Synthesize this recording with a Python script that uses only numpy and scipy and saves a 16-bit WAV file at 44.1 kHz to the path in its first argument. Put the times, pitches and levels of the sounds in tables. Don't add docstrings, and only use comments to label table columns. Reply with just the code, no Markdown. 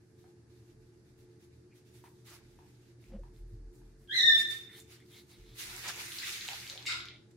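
import sys
import numpy as np
from scipy import signal
from scipy.fft import rfft, irfft, next_fast_len
from scipy.io import wavfile
from scipy.ndimage import uniform_filter1d, map_coordinates

SR = 44100
rng = np.random.default_rng(int(sys.argv[2]) if len(sys.argv) > 2 else 0)


def natural_amplitude(level_db):
    exponent = np.asarray(level_db, float) / 20
    return 10 ** exponent


def waveform_to_disk(signal):
    frames = np.transpose(np.atleast_2d(signal))
    scaled = np.clip(frames, -1, 1) * 32767
    samples = np.round(scaled).astype(np.int16)
    wavfile.write(sys.argv[1], SR, samples)


N = 324576


def unit(x):
    return x / np.sqrt(np.mean(x ** 2) + 1e-20)


def along(points, hz):
    f, v = np.transpose(points)
    return np.interp(np.log(hz + 1), np.log(f + 1), v)


def curves(rows):
    s, *cols = np.transpose(rows)
    return [np.interp(np.arange(N) / SR, s, c) for c in cols]


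def wobble(rate):
    knots = rng.standard_normal(int(N * rate / SR) + 4)
    return map_coordinates(knots, [np.arange(N) * rate / SR])


def swell(s, db, rise_s, hold_s, fall_s):
    t = np.arange(N // 44 + 2) * 44 / SR
    before = np.maximum((s - t) / max(rise_s, .005), 0)
    after = np.maximum((t - s - hold_s) / max(fall_s, .005), 0)
    return db - 20 * (before + after) ** 1.5


def summed(levels_db):
    total = np.sqrt(np.sum(natural_amplitude(levels_db) ** 2, axis=0))
    return np.interp(np.arange(N) / 44, np.arange(N // 44 + 2), total)


def filtered(x, response):
    size = x.shape[-1]
    m = next_fast_len(size + SR // 8, real=True)
    return irfft(rfft(x, m) * response(np.fft.rfftfreq(m, 1 / SR)), m)[..., :size]


def resonances(modes):
    def response(f):
        total = 0
        for k, (c, w, db) in enumerate(modes):
            total = total + (-1) ** k * natural_amplitude(db) * 1j * f * w / (c * c - f * f + 1j * f * w)
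        return total
    return response


def narrow(hz, width, size):
    f = np.fft.rfftfreq(size, 1 / SR)
    peak = 1 + (2 * (f - hz) / width) ** 2
    return unit(irfft(rfft(rng.standard_normal(size)) / peak, size))


def grit(grit_db, patchy_db):
    grains = natural_amplitude(grit_db * rng.standard_normal((2, N)).clip(-3, 2.4))
    z = signal.stft(rng.standard_normal((2, N)) * grains, nperseg=256)[2]
    field = uniform_filter1d(rng.standard_normal(z.shape[1:]), size=5, axis=0)
    field = uniform_filter1d(field, size=12, axis=1)
    return signal.istft(z * natural_amplitude(patchy_db * unit(field)), nperseg=256)[1][:, :N]


def rush(pair, gain):
    # pitch_hz, likeness (1 = the same)
    likeness = [(60, 0.96), (130, 0.96), (290, 0.87), (640, 0.67), (1400, 0.13), (3000, 0)]

    def share(hz):
        return np.sqrt((1 + np.clip(along(likeness, hz), -1, 1) * [[1], [-1]]) / 2)
    mid, side = filtered(pair, lambda hz: gain(hz) * share(hz))
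    return unit(np.array([mid + side, mid - side]))


def room(x, stretch):
    # pitch_hz, fall_s
    echo_fall = [(300, 1), (1500, 0.7), (3500, 0.74), (6000, 0.68), (12000, 0.15)]
    hz, t, z = signal.stft(rng.standard_normal((2, SR)), SR, nperseg=256)
    decay = natural_amplitude(-60 * t / (stretch * along(echo_fall, hz)[:, None]))
    decay = decay * (1 + 0.13 * natural_amplitude(-60 * t / 0.084))
    tail = signal.istft(z * decay, SR, nperseg=256)[1]
    first, last = np.flatnonzero(x)[[0, -1]]
    answer = signal.fftconvolve(x[None, first:last + 1], tail / np.linalg.norm(tail[0]), axes=1)
    return np.pad(answer, ((0, 0), (first + round(.003 * SR), N)))[:, :N]


def background():
    # pitch_hz, width_hz, level_db (per Hz)
    hum_lines = [(76.9, 4.2, -1), (121.5, 22, -4), (204, 9.2, -11.5), (298.5, 4.2, -6.5), (353.1, 28, -6),
                 (441.2, 6.2, -5), (845, 38, -28.5), (1676, 220, -41)]
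    # pitch_hz, level_db (per Hz)
    air_colour = [(15, -54.5), (25, -38), (108, 0), (242, -8), (354, -5.5), (405, -16.5), (451, -14),
                  (545, -20.5), (840, -25.5), (1040, -28), (1740, -24.5), (3080, -49.5), (4490, -29.5),
                  (11300, -37.5), (16000, -70.5)]

    def lines(f):
        return sum(natural_amplitude(db) / (1 + (2 * (f - hz) / width) ** 2) for hz, width, db in hum_lines)
    level_db = -63 + 1.4 * wobble(4.6)
    phase = 2 * np.pi * np.cumsum(119.2 + 1.21 * wobble(7.3)) / SR
    mains = natural_amplitude(level_db) * (np.sin(phase) + 0.69 * np.sin(3 * phase))
    machine = natural_amplitude(-62.5) * rush(rng.standard_normal((2, N)), lines)
    air = natural_amplitude(-64.5) * rush(rng.standard_normal((2, N)), lambda hz: natural_amplitude(along(air_colour, hz)))
    return (machine + air + mains) * natural_amplitude([[-.3], [.3]])


def boards():
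    # start_s, peak_db, rise_s (20 dB), hold_s, fall_s (20 dB)
    footsteps = [(.72, -68, .04, .13, .06), (1.18, -72, .25, .05, .08), (2.46, -63, .07, .02, .2),
                 (2.7, -76, .1, .3, .1), (3.12, -43, .05, .09, .14), (3.45, -48, .3, .1, .2),
                 (3.62, -50.5, .1, .07, .06), (3.82, -56, .08, .15, .16), (4.22, -72, .1, .27, .1),
                 (5.42, -55, .05, .07, .1), (5.68, -61, .1, .1, .13), (6.05, -77, .2, 1.1, .1)]
    # start_s, level_db, pitch_hz, width_hz, length_s
    scuffs = [(1.7, -71, 2370, 460, 0.057), (2.032, -65.5, 1860, 2000, 0.067),
              (2.262, -63, 1700, 2700, 0.045), (2.256, -64.5, 1250, 980, 0.16),
              (3.073, -70, 1400, 3600, 0.14), (3.079, -49, 202, 45, 0.13), (3.11, -55.5, 525, 60, 0.083),
              (3.172, -57.5, 513, 57, 0.052), (3.08, -66, 670, 280, 0.13), (3.5, -49, 98, 27, 0.093),
              (4.171, -57.5, 388, 510, 0.17), (4.403, -71, 280, 372, 0.17), (5.09, -63, 3500, 900, 0.096),
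              (5.38, -67, 3740, 1300, 0.27), (5.818, -50, 1070, 1200, 0.12),
              (6.217, -45.5, 1970, 310, 0.038), (6.234, -64, 2600, 770, 0.04),
              (5.836, -50, 1600, 760, 0.032), (5.878, -47, 1600, 400, 0.045),
              (5.894, -53, 5600, 1500, 0.018), (4.89, -71.5, 3000, 900, 0.13), (4.1, -66, 4100, 600, .1),
              (5.1, -66.5, 2120, 330, 0.15), (5.13, -59.5, 4000, 1500, 0.11), (2.378, -74, 930, 900, 0.072),
              (6.784, -63.5, 740, 190, 0.036), (7.07, -75, 610, 250, .14), (4.3, -61.5, 260, 320, 0.24),
              (4.551, -66, 260, 314, 0.21), (6.49, -54.5, 780, 340, 0.081), (4.69, -60.5, 3700, 1200, .15),
              (4.6, -62, 1980, 600, .25), (5.28, -64.5, 3950, 1500, 0.11), (5.29, -70, 2150, 300, .1),
              (4.99, -70, 2170, 400, .07), (4.97, -73, 3440, 700, .09), (6.99, -58, 2200, 400, .22),
              (6.97, -58, 1400, 250, .14), (6.66, -66, 540, 120, .18)]
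    phase = 2 * np.pi * np.cumsum(41.5 + 1.095 * wobble(11.0)) / SR
    treading = summed([swell(*step) for step in footsteps]) * natural_amplitude(2.7 * wobble(22))
    swaying = natural_amplitude(-86 + 4 * wobble(8.9))
    out = 1.03 * (treading + swaying) * (np.sin(phase) + 0.22 * np.sin(2 * phase + 1))
    t = np.arange(SR // 4) / SR
    for s, db, hz, width, length in scuffs:
        shape = np.sin(np.pi * np.clip(t / length, 0, 1)) ** 2
        out[round(s * SR):][:len(t)] += natural_amplitude(db) * shape * narrow(hz, width, size=len(t))
    return out


def taps():
    # start_s, peak_db, pitch_hz
    claw_taps = [(0.242, -61, 796), (1.954, -84, 848), (2.04, -53.5, 930), (2.589, -58, 880),
                 (2.624, -63.5, 867), (3.235, -59, 920), (3.816, -69, 866), (6.487, -44, 844),
                 (6.756, -53.5, 786)]
    out, t = np.zeros(N + SR), np.arange(SR // 10) / SR
    for s, db, hz in claw_taps:
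        note = 0
        for ratio, level_db, t60 in [(1, 7, 0.017), (1.9, -5, 0.0081), (2.8, -4, 0.0059)]:
            note = note + natural_amplitude(level_db - 60 * t / t60) * np.sin(2 * np.pi * hz * ratio * t)
        scrape = 0.62 * natural_amplitude(-60 * t / 0.028) * rng.standard_normal(len(t))
        out[round(s * SR):][:len(t)] += natural_amplitude(db + 3.0) * (note + scrape)
    return filtered(out[:N], resonances([(1420, 1470, 0)]))


def croak():
    # start_s, pitch_hz, effort_db
    croak_path = [(6.853, 699, -62), (6.856, 703, -47), (6.8625, 710, -49), (6.8635, 716, -33),
                  (6.875, 720, -36.5), (6.915, 715, -41), (6.945, 688, -52), (7.0, 710, -68)]
    # pitch_hz, width_hz, level_db
    throat = [(2090, 200, 2), (2720, 520, -2.5), (3720, 130, 3), (3940, 120, 2.5), (4400, 200, -2.5),
              (4730, 250, -2), (5240, 340, -3.5), (7320, 720, -7), (8900, 990, -14)]
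    # pitch_hz, width_hz, level_db
    chest = [(1405, 200, 0), (920, 150, -19.5)]
    start, out = round(croak_path[0][0] * SR), np.zeros(N)
    hz, effort_db = np.array(curves(croak_path))[:, start:]
    turns = np.cumsum(hz * (1 + 0.031 * wobble(300)[start:])) / SR
    pulses = unit(np.exp(40 * (np.cos(2 * np.pi * turns) - 1)))
    puffs = unit(rng.standard_normal(N)[start:] * np.exp(2.0 * np.cos(2 * np.pi * turns)))
    source = (effort_db > -68) * natural_amplitude(effort_db + 8) * (.3 * pulses + puffs)
    late = np.roll(filtered(source, resonances(chest)), round(0.024 * SR))
    out[start:] = natural_amplitude(3.5) * filtered(source, resonances(throat)) + natural_amplitude(2.0) * late
    return out


def squawk():
    # start_s, pitch_hz, effort_db, rasp_db
    squawk_path = [
        (4.074, 1690, -68, -7.5),
        (4.097, 1580, -34.5, -15),
        (4.137, 2045, -32, -14),
        (4.165, 2018, -29, 6.5),
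        (4.197, 1789, -29, 1),
        (4.232, 1842, -25.5, -3),
        (4.272, 1809, -18, -6),
        (4.31, 1786, -22.5, -6),
        (4.34, 1770, -80.5, -6.5),
    ]
    # multiple of the pitch, level_db, share of the rasp
    overtones = [(1, -3, 0.11), (2, 3, 0.37), (3, -22, 0.93), (4, -28, 0.7), (5, -34, 0.5), (6, -43, .5),
                 (7, -37.5, .5)]
    hz, effort_db, rasp_db = curves(squawk_path)
    on, out = effort_db > -68, np.zeros(N)
    phase = 2 * np.pi * np.cumsum(hz * (1 + 0.0032 * wobble(150)))[on] / SR
    blur = wobble(500)[on]
    tone = 0
    for k, db, share in overtones:
        strength = natural_amplitude(db + share * rasp_db[on]) * (1 + 1.4 * share ** 2 * blur)
        tone = tone + strength * np.sin(k * phase)
    breath = filtered(rng.standard_normal(N)[on], resonances([(2900, 3200, 0.0071), (5900, 700, 3)]))
    out[on] = natural_amplitude(effort_db[on]) * (1.27 * tone + natural_amplitude(-28.5) * breath)
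    return out


def snaps():
    # start_s, peak_db, pitch_hz, left_right_db
    quill_snaps = [(4.076, -58, 3160, 3.5), (5.145, -52, 3700, 6), (5.6964, -42, 3600, -1),
                   (6.1201, -33, 3300, -1), (6.1864, -31, 4300, -1), (6.1874, -33, 4800, -1),
                   (6.2005, -35, 4000, 1), (6.222, -33, 2300, 0), (6.2716, -33, 3600, 3),
                   (6.3404, -34, 3600, 5), (6.4102, -31, 3900, 0), (6.459, -39, 3800, 0),
                   (6.4812, -31, 3700, 1), (6.488, -27, 2700, -5), (6.5332, -33, 4300, -1),
                   (6.6013, -38, 4700, 2), (6.6683, -37, 3000, -4), (6.6766, -39, 4700, 1),
                   (6.6993, -30, 3900, 1), (6.7769, -33, 3600, 2), (6.827, -43, 4200, 2),
                   (6.8556, -37, 2500, 0), (6.9241, -25, 3700, -4), (7.0044, -34, 3700, 3),
                   (7.0563, -43, 3600, 2), (7.0859, -35, 3600, 0), (7.1395, -53, 3700, 0),
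                   (7.161, -49, 3500, 0)]
    # start_s, peak_db, pitch_hz, left_right_db
    barb_ticks = [(2.302, -53, 6500, -9), (2.389, -60, 1500, 0), (2.5586, -65, 9500, -2),
                  (3.041, -57, 2300, 4), (3.1951, -67, 8000, -4), (3.3636, -62, 3800, -2),
                  (3.7481, -64, 9500, 2), (3.7553, -59, 7000, 2), (3.7928, -64, 9500, -2),
                  (4.5198, -45, 9500, -8), (4.7909, -46, 10500, 3), (4.8019, -42, 7300, -1),
                  (5.0029, -56, 1900, -2), (5.0029, -63, 8300, -2), (5.0629, -60, 4600, 1),
                  (5.7644, -35, 7500, -11), (5.9599, -37, 6800, -8), (5.9712, -39, 6500, -5),
                  (6.1201, -44, 10000, -1), (6.488, -35, 7000, -5), (6.6993, -38, 6500, 1),
                  (6.7505, -43, 5000, 1), (6.827, -50, 7500, 2), (6.8637, -34, 7500, -4),
                  (6.979, -47, 10000, -2), (7.0563, -45, 6000, 2), (7.0565, -56, 11000, 2),
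                  (7.1395, -66, 7500, 0), (7.3127, -61, 7500, 1)]
    out, t = np.zeros((2, N + SR)), np.arange(SR // 100) / SR
    rattle = []
    for k in range(8):
        s = 5.8795 + (k + rng.uniform(-.35, .35)) * .0015
        rattle.append((s, -32 - .4 * (k - 3) ** 2, 6000 * rng.uniform(.8, 1.2), -4))
    flicks = [(*q, .00024, .05) for q in quill_snaps]
    flicks += [(*q, .9 / q[2], .25) for q in barb_ticks + rattle]
    for s, db, hz, pan_db, rise_s, crack in flicks:
        shape = t / rise_s * np.exp(1 - t / rise_s)
        flick = shape * (np.sin(2 * np.pi * hz * t) + crack * rng.standard_normal(len(t)))
        sides = natural_amplitude([[pan_db / 2], [-pan_db / 2]])
        out[:, round((s - rise_s) * SR):][:, :len(t)] += natural_amplitude(db + 3) * sides * flick
    return filtered(out[:, :N], resonances([(5000, 14000, 0)]))


def feathers():
    # start_s, strength_db, hold_s, depth_db
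    fingers = [(.02, -89, 0.18, -16), (.2, -82, 0.086, -1), (.51, -82, 0.21, 0.5), (.82, -84, 0.052, 1.5),
               (.94, -87, 0.05, 1), (1.06, -85, 0.049, -2), (1.19, -78.5, 0.014, -3), (1.3, -91, 0.078, 5),
               (1.41, -79, 0.037, 0.5), (1.54, -87, 0.064, 2.5), (1.639, -96, .04, 7),
               (1.76, -77, 0.014, -0.5), (1.87, -79, .05, -2), (1.95, -73, 0.034, -2.5),
               (2.05, -72.5, 0.035, -5.5), (2.15, -82, 0.061, -0.5), (2.275, -63.5, 0.063, 0),
               (2.44, -82, 0.46, 2.5), (3.02, -80, 0.07, 1.5), (3.2, -87, 0.081, -1),
               (3.345, -79, 0.04, -3), (3.48, -84, 0.055, -4), (3.598, -101, 0.087, -4),
               (3.74, -77, 0.039, -7), (3.859, -84, 0.044, -1.5), (4.0, -80, 0.043, -9)]
    # start_s, strength_db, rise_s (20 dB), fall_s (20 dB), depth_db
    shakes = [(4.185, -56, .07, .15, 0), (4.405, -53, .1, .08, 0), (4.525, -58, .09, .14, 0),
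              (4.785, -62, .09, .065, -8), (4.935, -69, .1, .08, -1), (5.18, -66, .14, .07, -5),
              (5.315, -68, .065, .075, -6), (5.608, -50, .055, .13, -3), (5.845, -62, .03, .07, 11),
              (5.897, -54, .05, .04, 5), (6.008, -56, .05, .04, 1), (6.06, -57, .06, .08, -2),
              (6.166, -54, .15, .15, -4), (6.235, -60, .04, .14, 9), (6.318, -54, .15, .14, 1),
              (6.512, -60, .05, .2, 7), (6.686, -59, .15, .1, 1), (6.866, -58, .012, .05, -6),
              (6.9, -64, .04, .17, -9), (7.312, -81, .01, .016, 0)]
    # start_s, strength_db, depth_db, skin_db
    wing = [
        (5.36, -81.5, 3.5, 0),
        (5.55, -77, -0.5, -1),
        (5.66, -58, -1, -6.5),
        (6.02, -61, 3, 3.5),
        (6.12, -61.5, 1.5, -20),
        (6.45, -57, 4, -19),
        (6.53, -57, -4, -12),
        (6.8, -74, 12.5, 7.5),
        (6.86, -79, 15, 15),
    ]
    # pitch_hz, level_db (per Hz)
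    hiss = [(5500, -33.5), (8000, -3), (9200, -1.5), (11000, -0.5), (12500, -3), (16000, -9)]
    brush = [(2400, -34), (3600, 3), (5000, 1), (6800, -1.5), (7800, -10), (10000, -37)]
    swish = [(800, -37), (1300, -5.5), (2100, 2.5), (2800, -0.5), (3400, -8.5), (4800, -39)]
    rub = [(130, -19.5), (300, -8.5), (550, -8.5), (900, 0.5), (1200, -5), (1800, -20.5)]
    strokes = [(s, db - 2, 0.033, held, 0.076, depth - 2) for s, db, held, depth in fingers]
    strokes += [(0, -104, 1, N / SR, 1, 13)]
    strokes += [(s, db, rise, 0, fall, depth) for s, db, rise, fall, depth in shakes]
    level_db = np.array([swell(*stroke[:-1]) for stroke in strokes])
    ticks = np.minimum(np.arange(level_db.shape[1]) * 44, N - 1)
    wing_db, wing_depth_db, skin_db = np.array(curves(wing))[:, ticks]
    columns = np.transpose(strokes)[..., None]
    peak_db, deep_db = columns[1], columns[-1] + 0 * level_db
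    depth_db = np.vstack([deep_db, wing_depth_db])
    rub_db = np.vstack([-5 + 0.22 * deep_db - 0.96 * (peak_db + 65.0).clip(0), skin_db])
    folded = (wing_db == wing[0][1]) | (wing_db == wing[-1][1])
    level_db = np.vstack([level_db, wing_db - 60 * folded])
    above = [3.5, 6.5 + 0.75 * depth_db, depth_db + 5.0, rub_db]
    barbs = grit(grit_db=5.0, patchy_db=1.5)
    stroke = 0
    for colour, db in zip([hiss, brush, swish, rub], above):
        stroke = stroke + summed(level_db + db) * rush(barbs, lambda hz: natural_amplitude(along(colour, hz)))
    return natural_amplitude(1.2 * wobble(25) + 0.2 * wobble(99)) * stroke * natural_amplitude([[-.6], [.6]])


def scene():
    call = squawk()
    far = (natural_amplitude(-14) * call + natural_amplitude(-1) * room(call, .84)) * natural_amplitude([[-.8], [.8]])
    rasp, wood, quills = croak(), taps(), snaps()
    far += natural_amplitude(-5) * rasp + room(rasp, .66)
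    near = quills + wood + room(natural_amplitude(-2.0) * quills[0] + wood, .45)
    plumage = feathers()
    near += natural_amplitude(-.5) * plumage + natural_amplitude(-11) * room(plumage[0], .7)
    return far + near + boards() + background()


def top_cut(x):
    return signal.sosfilt(signal.butter(12, 16440, fs=SR, output="sos"), x)


def record(dry):
    # pitch_hz, level_db (per bin)
    faintest = [(11700, -150), (11900, -116), (14000, -113), (14600, -109.5), (15790, -109), (15900, -40)]
    hz, _, z = signal.stft(dry, SR, nperseg=2048)
    power = (np.abs(z) ** 2).mean(axis=0)
    bands = power[:-1].reshape(32, 32, -1).mean(axis=1).repeat(32, axis=0)
    z[:, :-1] *= bands > natural_amplitude(2 * along(faintest, hz[:-1]))[:, None]
    strips = power[76:716].reshape(32, 20, -1).mean(axis=1)
    below = np.maximum(np.roll(strips, 1, axis=0), np.roll(strips, 2, axis=0))
    below = below * (hz[76:716:20, None] > 4000)
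    hidden_under = np.maximum(natural_amplitude(2 * -52) * strips.max(axis=0), natural_amplitude(2 * -32) * below)
    z[:, 76:716] *= (strips > hidden_under).repeat(20, axis=0)
    return top_cut(signal.istft(z, SR, nperseg=2048)[1][:, :N])


dry = scene()
out = record(dry)
waveform_to_disk(out)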